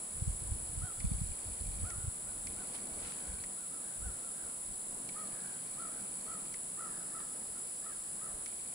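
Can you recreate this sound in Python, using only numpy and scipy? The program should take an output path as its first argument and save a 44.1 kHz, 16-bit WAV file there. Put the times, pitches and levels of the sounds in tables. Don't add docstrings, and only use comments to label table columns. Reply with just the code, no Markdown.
import sys
import numpy as np
from scipy import signal
from scipy.fft import rfft, irfft, next_fast_len
from scipy.io import wavfile

SR = 44100
rng = np.random.default_rng(int(sys.argv[2]) if len(sys.argv) > 2 else 0)


def dump(signal):
    limited = np.clip(np.atleast_2d(signal).T, -1, 1)
    pcm = np.round(limited * 32767).astype(np.int16)
    wavfile.write(sys.argv[1], SR, pcm)


N = 385434
TIME = np.arange(N) / SR

# (frequency [Hz], relative level [dB per Hz])
LOW_CHORUS_COLOUR = [(6200, -34), (6600, -22), (7000, -11), (7350, -6), (7600, -1.5), (7800, 0), (7980, -2),
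                     (8250, -5.5), (8440, -3.5), (8650, -11), (9200, -24)]
# (frequency [Hz], relative level [dB per Hz])
HIGH_CHORUS_COLOUR = [(8300, -28), (8700, -15), (9050, -8.5), (9400, -4.5), (9700, -.5), (10170, .5),
                      (10310, -4), (10400, -2), (10700, -10), (10800, -6.5), (10920, -12), (11020, -23),
                      (11400, -40)]
# (frequency [Hz], relative level [dB per Hz])
NEAR_SINGER_COLOUR = [(7200, -24), (7600, -9), (7780, 0), (7960, -1), (8150, -11), (8500, -26)]
# (frequency [Hz], relative level [dB per Hz])
AIR_COLOUR = [(20, 1), (70, -11), (130, -4), (200, -1.5), (330, -4.5), (470, -4), (650, -5), (1050, -8.5),
              (1700, -13), (2600, -15), (4400, -15), (5700, -17.5), (11500, -23), (15700, -24)]
# (frequency [Hz], left-right likeness [-1 to 1])
PORT_LIKENESS = [(60, 0.84), (300, 0.98), (700, 0.36), (1400, 0.068), (3000, 0.32), (6000, 0.11),
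                 (7500, 0.57), (10500, 0.75), (11500, 0.93), (16000, .98)]
# (frequency [Hz], phase lead [rad])
PORT_LEAD = [(60, 0), (700, -.3), (1400, .5), (2200, 2.6), (3600, 4), (4400, 6), (7400, 7.1), (10000, 6.4),
             (11300, 6.28)]
# (frequency [Hz], relative level [dB per Hz])
TRAFFIC_COLOUR = [(100, -31), (140, -7.5), (175, -3), (195, 2.5), (225, -14), (265, -3.5), (330, -30)]
# (start [s], end [s], level of the added hum [dB])
VEHICLE_PASSES = [(2.5, 3.35, -63), (5.1, 6.45, -64.5), (6.8, 7.45, -69.5)]
PASS_RISE_S, PASS_FALL_S = 0.14, 0.12
# (frequency [Hz], relative level [dB per Hz])
RUMBLE_COLOUR = [(12, -12), (30, -0.5), (55, 1), (100, -6), (170, -15), (300, -30.5), (700, -74)]
# (start [s], end [s], level before trim [dB])
HAND_SHIFTS = [(.17, .62, -46), (.7, .84, -42), (.98, 1.32, -43), (1.47, 1.51, -43), (1.62, 1.86, -42.5),
               (1.94, 2.09, -47), (2.22, 2.6, -53), (2.93, 3.07, -56), (3.29, 3.44, -55),
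               (3.99, 4.1, -47.5), (4.66, 4.72, -51), (8.3, 8.4, -60.5)]
SHIFT_RISE_S, SHIFT_FALL_S = 0.019, 0.026
# (centre time [s], level before trim [dB], pitch [Hz])
BODY_BUMPS = [(.225, -27.5, 104), (.28, -25, 106), (.3, -28.5, 55.5), (0.425, -36.5, 105), (.523, -29, 81),
              (.78, -35, 96), (.838, -28.5, 95), (1.05, -23.5, 122), (1.071, -28, 54.7),
              (1.118, -25.5, 156), (1.149, -31, 64.6), (1.218, -26.5, 129), (1.238, -36, 77.6),
              (1.617, -37.5, 68.4), (1.837, -29.5, 88.5), (1.984, -36, 94), (2.045, -32, 97),
              (2.083, -28.5, 85), (3.301, -41, 52), (3.342, -42, 60), (4.067, -40, 84), (8.35, -50.5, 52)]
# (start [s], end [s], level of the whir's drive [dB])
MOTOR_RUNS = [(1.001, 1.902, -65), (2.47, 3.437, -65.5), (5.089, 6.54, -67), (8.46, 8.9, -66)]
# (frequency [Hz], relative level [dB per Hz])
BARREL_COLOUR = [(1200, -13), (2050, -2), (2380, 7), (2650, -10.5), (3300, 5), (3700, -24), (4500, 6),
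                 (5300, -18), (6200, 1.5), (8000, -48)]
# (frequency [Hz], relative level [dB per Hz])
TICK_COLOUR = [(3000, -20), (3900, -3), (4400, 0), (4800, -4), (5600, -18)]
# (pitch [Hz], rms level [dB])
WHINE_TONES = [(4640, -78), (4860, -78), (5020, -82), (5150, -76), (5460, -81)]
WHINE_START_S, WHINE_END_S = 6.9, 8.1
FIELD_HZ = 59.94
# (start [s], length [s], first pitch [Hz], last pitch [Hz])
BIRD_WHISTLE = (.78, .39, 3020, 3660)
# (time of the arch's top [s], top pitch [Hz], length [s], level before trim [dB],
# pitch drop at the ends [share])
CLEAR_CAWS = [(0.854, 736, .14, -55, 0.22), (1.881, 722, .13, -54, 0.22), (2.0, 746, 0.099, -64.5, 0.089),
              (2.298, 750, 0.11, -63.5, 0.14), (2.597, 765, .085, -58.5, 0.16),
              (3.06, 694, 0.12, -65, 0.08), (3.605, 735, 0.12, -64, 0.2), (3.75, 665, .14, -65, .14),
              (4.052, 752, 0.12, -58.5, 0.24), (4.258, 692, 0.12, -63.5, .18),
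              (5.191, 638, 0.12, -52.5, 0.09), (5.819, 684, 0.14, -52, 0.16),
              (6.311, 668, .135, -52.5, 0.124), (6.822, 668, 0.14, -50.5, 0.15),
              (7.161, 669, 0.12, -53, 0.21), (7.563, 693, .09, -63, .08), (7.87, 657, .12, -55.5, .23),
              (8.24, 658, .13, -56.5, .23)]
CAW_RISE = .38
# (start [s], length [s], first pitch [Hz], level before trim [dB])
HOARSE_RASPS = [(3.108, 0.3, 860, -64), (3.822, 0.13, 880, -64.5), (4.336, .18, 820, -61.5),
                (5.251, 0.33, 870, -61), (5.91, .12, 850, -62.5), (6.868, .18, 900, -62.5)]
RASP_SINK, RASP_ROUGH = .14, 0.906
# (frequency [Hz], relative level [dB])
CROW_THROAT = [(500, -41), (660, -16), (735, -6.5), (1000, -36), (1200, -5), (1320, 1.5), (1480, 0.5),
               (1650, -3.5), (1950, -14), (2200, -23), (3000, -38)]
# (roughness 0-1, brightness dB)
EXCITED_S, CALM, EXCITED = (5, 7.2), (.17, -6.5), (0.47, -0.89)
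# (level before trim [dB], ring pitch [Hz])
START_CLICK = (-45, 2240)
STOP_CLICK = (-45, 1990)
# (frequency [Hz], relative level [dB per Hz])
SNAP_COLOUR = [(1400, -13), (3400, -10), (4600, 10.5), (5300, 5), (6300, 11), (9000, -31), (14000, -24)]
# (start [s], level before stroke trim [dB])
CRICKET_CHIRPS = [(2.62, -70), (3.57, -76), (4.085, -73), (4.675, -72), (5.19, -67), (5.685, -68),
                  (6.2, -67)]
CRICKET_HZ, STROKE_GAP_S, STROKE_S, STROKE_DB = 4300, .054, 0.025, (-3, 5, 2)
# (peak time [s], level before crackle [dB], rise [s], decay [s])
GRASS_SWISHES = [(2.755, -52, .04, .03), (3.05, -51.5, 0.042, 0.12)]
# (frequency [Hz], relative level [dB per Hz])
GRASS_COLOUR = [(200, -3), (700, -3), (1500, 0), (2800, 2), (4200, -2), (6200, -6), (9000, -10),
                (14000, -25)]
# (time [s], starting level [dB], decay [s])
LIGHT_KNOCK = (7.202, -47.5, 0.0078)
# (frequency [Hz], relative level [dB per Hz])
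KNOCK_NOISE_COLOUR = [(150, -10), (450, 0), (1150, -1), (1700, -9), (4000, -13), (8000, -30)]


def gain_of(db):
    return 10 ** (np.asarray(db) / 20)


def evened(x):
    return x / np.sqrt(np.mean(abs(x) ** 2) + 1e-20)


def read(points, hz):
    f, value = np.transpose(points)
    return np.interp(np.log(hz + 1), np.log(f + 1), value)


def add(mix, s, sound):
    part = mix[max(round(s * SR), 0):][:len(sound)]
    part += sound[:len(part)]


def wander(rate, size=N):
    knots = rng.standard_normal(8192)
    return evened(np.interp(np.arange(size) / SR * rate, np.arange(len(knots)), knots))


def noise(colour):
    size = next_fast_len(N)
    hz = np.fft.rfftfreq(size, 1 / SR)
    left, other = rfft(rng.standard_normal((2, size)))
    same = np.clip(read(PORT_LIKENESS, hz), -1, 1)
    right = same * left + np.sqrt(1 - same ** 2) * other
    pair = np.array([left, right * np.exp(-1j * read(PORT_LEAD, hz))])
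    inside = (hz > colour[0][0]) & (hz < colour[-1][0])
    return evened(irfft(pair * gain_of(read(colour, hz)) * inside, size)[:, :N])


def swells(rows, rise_s, fall_s):
    total = np.zeros(N)
    for start, end, db in rows:
        slope = np.minimum((TIME - start) / rise_s, (end - TIME) / fall_s)
        total += gain_of(db) * np.exp(np.minimum(slope, 0))
    return total


def field_echo(x, t60=1.0):
    t = TIME[:SR]
    hits = rng.random((2, SR)) < .05
    taps = rng.standard_normal((2, SR)) * hits * gain_of(-60 * t / t60)
    return signal.fftconvolve(x[None], evened(taps) / np.sqrt(SR), axes=1)[:, :N]


def reflected(x, echo_db, count=14):
    out = x.copy()
    for delay, sign in zip(rng.uniform(.002, .02, count), rng.choice([-1, 1], count)):
        out += sign * gain_of(echo_db) / np.sqrt(count) * np.roll(x, round(delay * SR), axis=-1)
    return evened(out)


def strokes(rate_hz, jitter, length, steady):
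    turns = np.cumsum(rate_hz * (1 + jitter * wander(3.6))) / SR
    return evened(steady + np.exp(-(2 * (turns % 1 - .5) / length) ** 2))


def insects(low_db=-49.0, high_db=-44.0, near_db=-53.5, flutter_db=0.23, stems_db=-12):
    low = strokes(77, .03, .4, 2.2) * gain_of(low_db + flutter_db * wander(40))
    low = low * reflected(noise(LOW_CHORUS_COLOUR), stems_db)
    high = strokes(67.5, .003, .3, 4.5) * gain_of(high_db + flutter_db * wander(40))
    high = high * reflected(noise(HIGH_CHORUS_COLOUR), stems_db)
    beat = 2 * np.pi * 27.3 * TIME + .12 * wander(3)
    pulses = evened((.15 + np.cos(beat) ** 4) * (1 + .18 * np.cos(beat)))
    near = pulses * gain_of(near_db) * noise(NEAR_SINGER_COLOUR)
    return (low + near) * gain_of([[.8], [-.8]]) + high * gain_of([[-.3], [.3]])


def air(air_db=-54.5, roar_db=-9, waver_db=1.0, fade_db_per_s=0.12):
    passing = swells(VEHICLE_PASSES, PASS_RISE_S, PASS_FALL_S)
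    swell = 1 + gain_of(roar_db) * (passing / passing.max()) ** 2
    swell = swell * gain_of(waver_db * wander(8) - fade_db_per_s * TIME)
    wash = noise(AIR_COLOUR)
    roar = signal.sosfiltfilt(signal.butter(2, 1500, fs=SR, output="sos"), wash)
    return gain_of(air_db) * (wash + roar * (swell - 1))


def traffic(steady_db=-69):
    level = gain_of(steady_db) + swells(VEHICLE_PASSES, PASS_RISE_S, PASS_FALL_S)
    return level * noise(TRAFFIC_COLOUR)


def grip_rumble(rest_db=-77, tremor_db=5, uneven_db=2):
    shifting = swells(HAND_SHIFTS, SHIFT_RISE_S, SHIFT_FALL_S) * gain_of(uneven_db * wander(25) - 2.0)
    resting = gain_of(rest_db + tremor_db * wander(9))
    return (shifting + resting) * noise(RUMBLE_COLOUR) * gain_of([[-.5], [.5]])


def lens_motor(creep_db=-71, tock_db=12, tock_hz=2330, tick_db=10):
    running = gain_of(creep_db) * (TIME < MOTOR_RUNS[0][0])
    for start, end, db in MOTOR_RUNS:
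        running = running + gain_of(db) * (TIME > start) * (TIME < end)
    step = (TIME - .001) * FIELD_HZ
    every, tick_step, tock_step = (np.exp(-since / FIELD_HZ / .004)
                                   for since in (step % 1, step % 4, (step + 1) % 4))
    whir = evened(1.2 + every) * noise(BARREL_COLOUR) * gain_of([[-1], [1]])
    tick = gain_of(tick_db) * tick_step * noise(TICK_COLOUR)
    turn = 2 * np.pi * np.cumsum(tock_hz * (1 + 0.028 * wander(200))) / SR
    tock = gain_of(tock_db) * tock_step * np.sin([turn, turn - read(PORT_LEAD, tock_hz) / 2])
    return running * (whir + tick + tock)


def body_bumps(cycles=0.52, bump_db=1.1, rock_s=.00085):
    out, t = np.zeros((2, N)), np.arange(-SR // 20, SR // 20) / SR
    lags = rock_s * rng.normal(1, .4, len(BODY_BUMPS))
    for (s, db, hz), lag in zip(BODY_BUMPS, lags):
        bump = -gain_of(db + bump_db) * np.exp(-(t * hz / cycles) ** 2) * np.sin(2 * np.pi * hz * t)
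        for port, side in enumerate([1, -1]):
            add(out[port], s + t[0] + side * lag, bump)
    return out * gain_of([[-.5], [.5]])


def songbird(whistle_db=-69.5, echo_db=-6, fading_db=2.0):
    s, length, first_hz, last_hz = BIRD_WHISTLE
    u = np.arange(0, length, 1 / SR) / length
    hz = last_hz + (first_hz - last_hz) * abs(1 - u) ** 1.3
    level = gain_of(whistle_db + fading_db * wander(45, size=len(u))) * abs(np.sin(np.pi * u)) ** 0.27
    tone = np.zeros(N)
    add(tone, s, level * np.sin(2 * np.pi * np.cumsum(hz) / SR))
    return tone + gain_of(echo_db) * field_echo(tone)


def crow_voice(hz, rough, bright_db, jitter=0.073, throb_hz=58):
    t = np.arange(len(hz)) / SR
    hz = hz * (1 + jitter * rough * wander(249.7, size=len(t)))
    phase = 2 * np.pi * np.cumsum(hz) / SR
    voice = np.zeros(len(t))
    for k in range(1, 5):
        level_db = read(CROW_THROAT, k * hz) + bright_db * (k > 2)
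        voice += gain_of(level_db) * np.sin(k * phase)
    throb = 1 + .55 * np.sin(2 * np.pi * throb_hz * t + wander(40, size=len(t)))
    return evened(voice * throb)


def crows(direct_db=-1, echo_db=-4.0):
    out = np.zeros(N)
    for s, top_hz, length, db, drop in CLEAR_CAWS:
        rise, fall = CAW_RISE * length, (1 - CAW_RISE) * length
        t = np.arange(-rise, fall, 1 / SR)
        arch = abs(np.where(t < 0, t / rise, t / fall))
        rough, bright_db = (np.interp(s, EXCITED_S, ends) for ends in zip(CALM, EXCITED))
        voice = crow_voice(top_hz * (1 - drop * arch ** 1.5), rough, bright_db)
        add(out, s - rise, gain_of(db) * voice * np.clip(1 - arch ** 2, 0, 1) ** 0.43)
    for s, length, first_hz, db in HOARSE_RASPS:
        u = np.arange(0, length, 1 / SR) / length
        voice = crow_voice(first_hz * (1 - RASP_SINK * u), RASP_ROUGH, CALM[1])
        add(out, s, gain_of(db) * voice * abs(np.sin(np.pi * u)) ** .5)
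    return gain_of(direct_db) * out + gain_of(echo_db) * field_echo(out)


def lens_clicks(snap_decay_s=0.0024, ring_decay_s=0.0056, ring_lag_s=0.0012, ring_db=1, ring_width_hz=260):
    snap = noise(SNAP_COLOUR)
    out, t = np.zeros((2, N)), TIME[:SR // 20]
    clicks = []
    for start, end, _ in MOTOR_RUNS:
        clicks += [(start, *START_CLICK), (end, *STOP_CLICK)]
    for k, (s, db, hz) in enumerate(clicks):
        resonance = signal.iirpeak(hz, hz / ring_width_hz, SR)
        ring = evened(signal.lfilter(*resonance, rng.standard_normal((2, len(t)))))
        ring = gain_of(db + ring_db) * ring * np.exp(-t / ring_decay_s)
        for port in range(2):
            grain = snap[port, k * len(t):][:len(t)]
            add(out[port], s, gain_of(db) * np.exp(-t / snap_decay_s) * grain)
            add(out[port], s + ring_lag_s, ring[port])
    return out


def cricket(echo_db=-8):
    out, t = np.zeros(N), np.arange(0, STROKE_S, 1 / SR)
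    stroke = np.sin(np.pi * t / STROKE_S) * np.sin(2 * np.pi * CRICKET_HZ * t)
    for s, db in CRICKET_CHIRPS:
        for k, stroke_db in enumerate(STROKE_DB):
            add(out, s + k * STROKE_GAP_S, gain_of(db + stroke_db) * stroke)
    return out + gain_of(echo_db) * field_echo(out)


def grass(crackle_db=3):
    swell = np.zeros(N)
    for s, db, rise, decay in GRASS_SWISHES:
        swell += gain_of(db) * np.exp(np.minimum((TIME - s) / rise, (s - TIME) / decay))
    crackle = evened(gain_of(crackle_db * wander(400)))
    return swell * crackle * noise(GRASS_COLOUR)


def lens_whine():
    tones = np.zeros(N)
    for hz, db in WHINE_TONES:
        phase = 2 * np.pi * np.cumsum(hz * (1 + .002 * wander(60))) / SR
        tones += gain_of(db) * evened(np.sin(phase))
    return tones * swells([(WHINE_START_S, WHINE_END_S, 0)], .12, .17)


def knock():
    s, db, decay = LIGHT_KNOCK
    return gain_of(db) * (TIME > s) * np.exp(-abs(TIME - s) / decay) * noise(KNOCK_NOISE_COLOUR)


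def scene():
    field = insects() + air() + traffic() + songbird() + crows() + cricket() + grass()
    camera = grip_rumble() + body_bumps() + knock() + lens_motor() + lens_clicks() + lens_whine()
    return field + camera


def record(dry, whistle_db=-79, scan_hz=15734, edge_hz=15830):
    whistle = gain_of(whistle_db) * np.sin(2 * np.pi * scan_hz * TIME)
    lowpass = signal.firwin(1023, edge_hz, window=("kaiser", 9), fs=SR)
    return signal.oaconvolve(dry + whistle, lowpass[None], "same")


dry = scene()
out = record(dry)
dump(out)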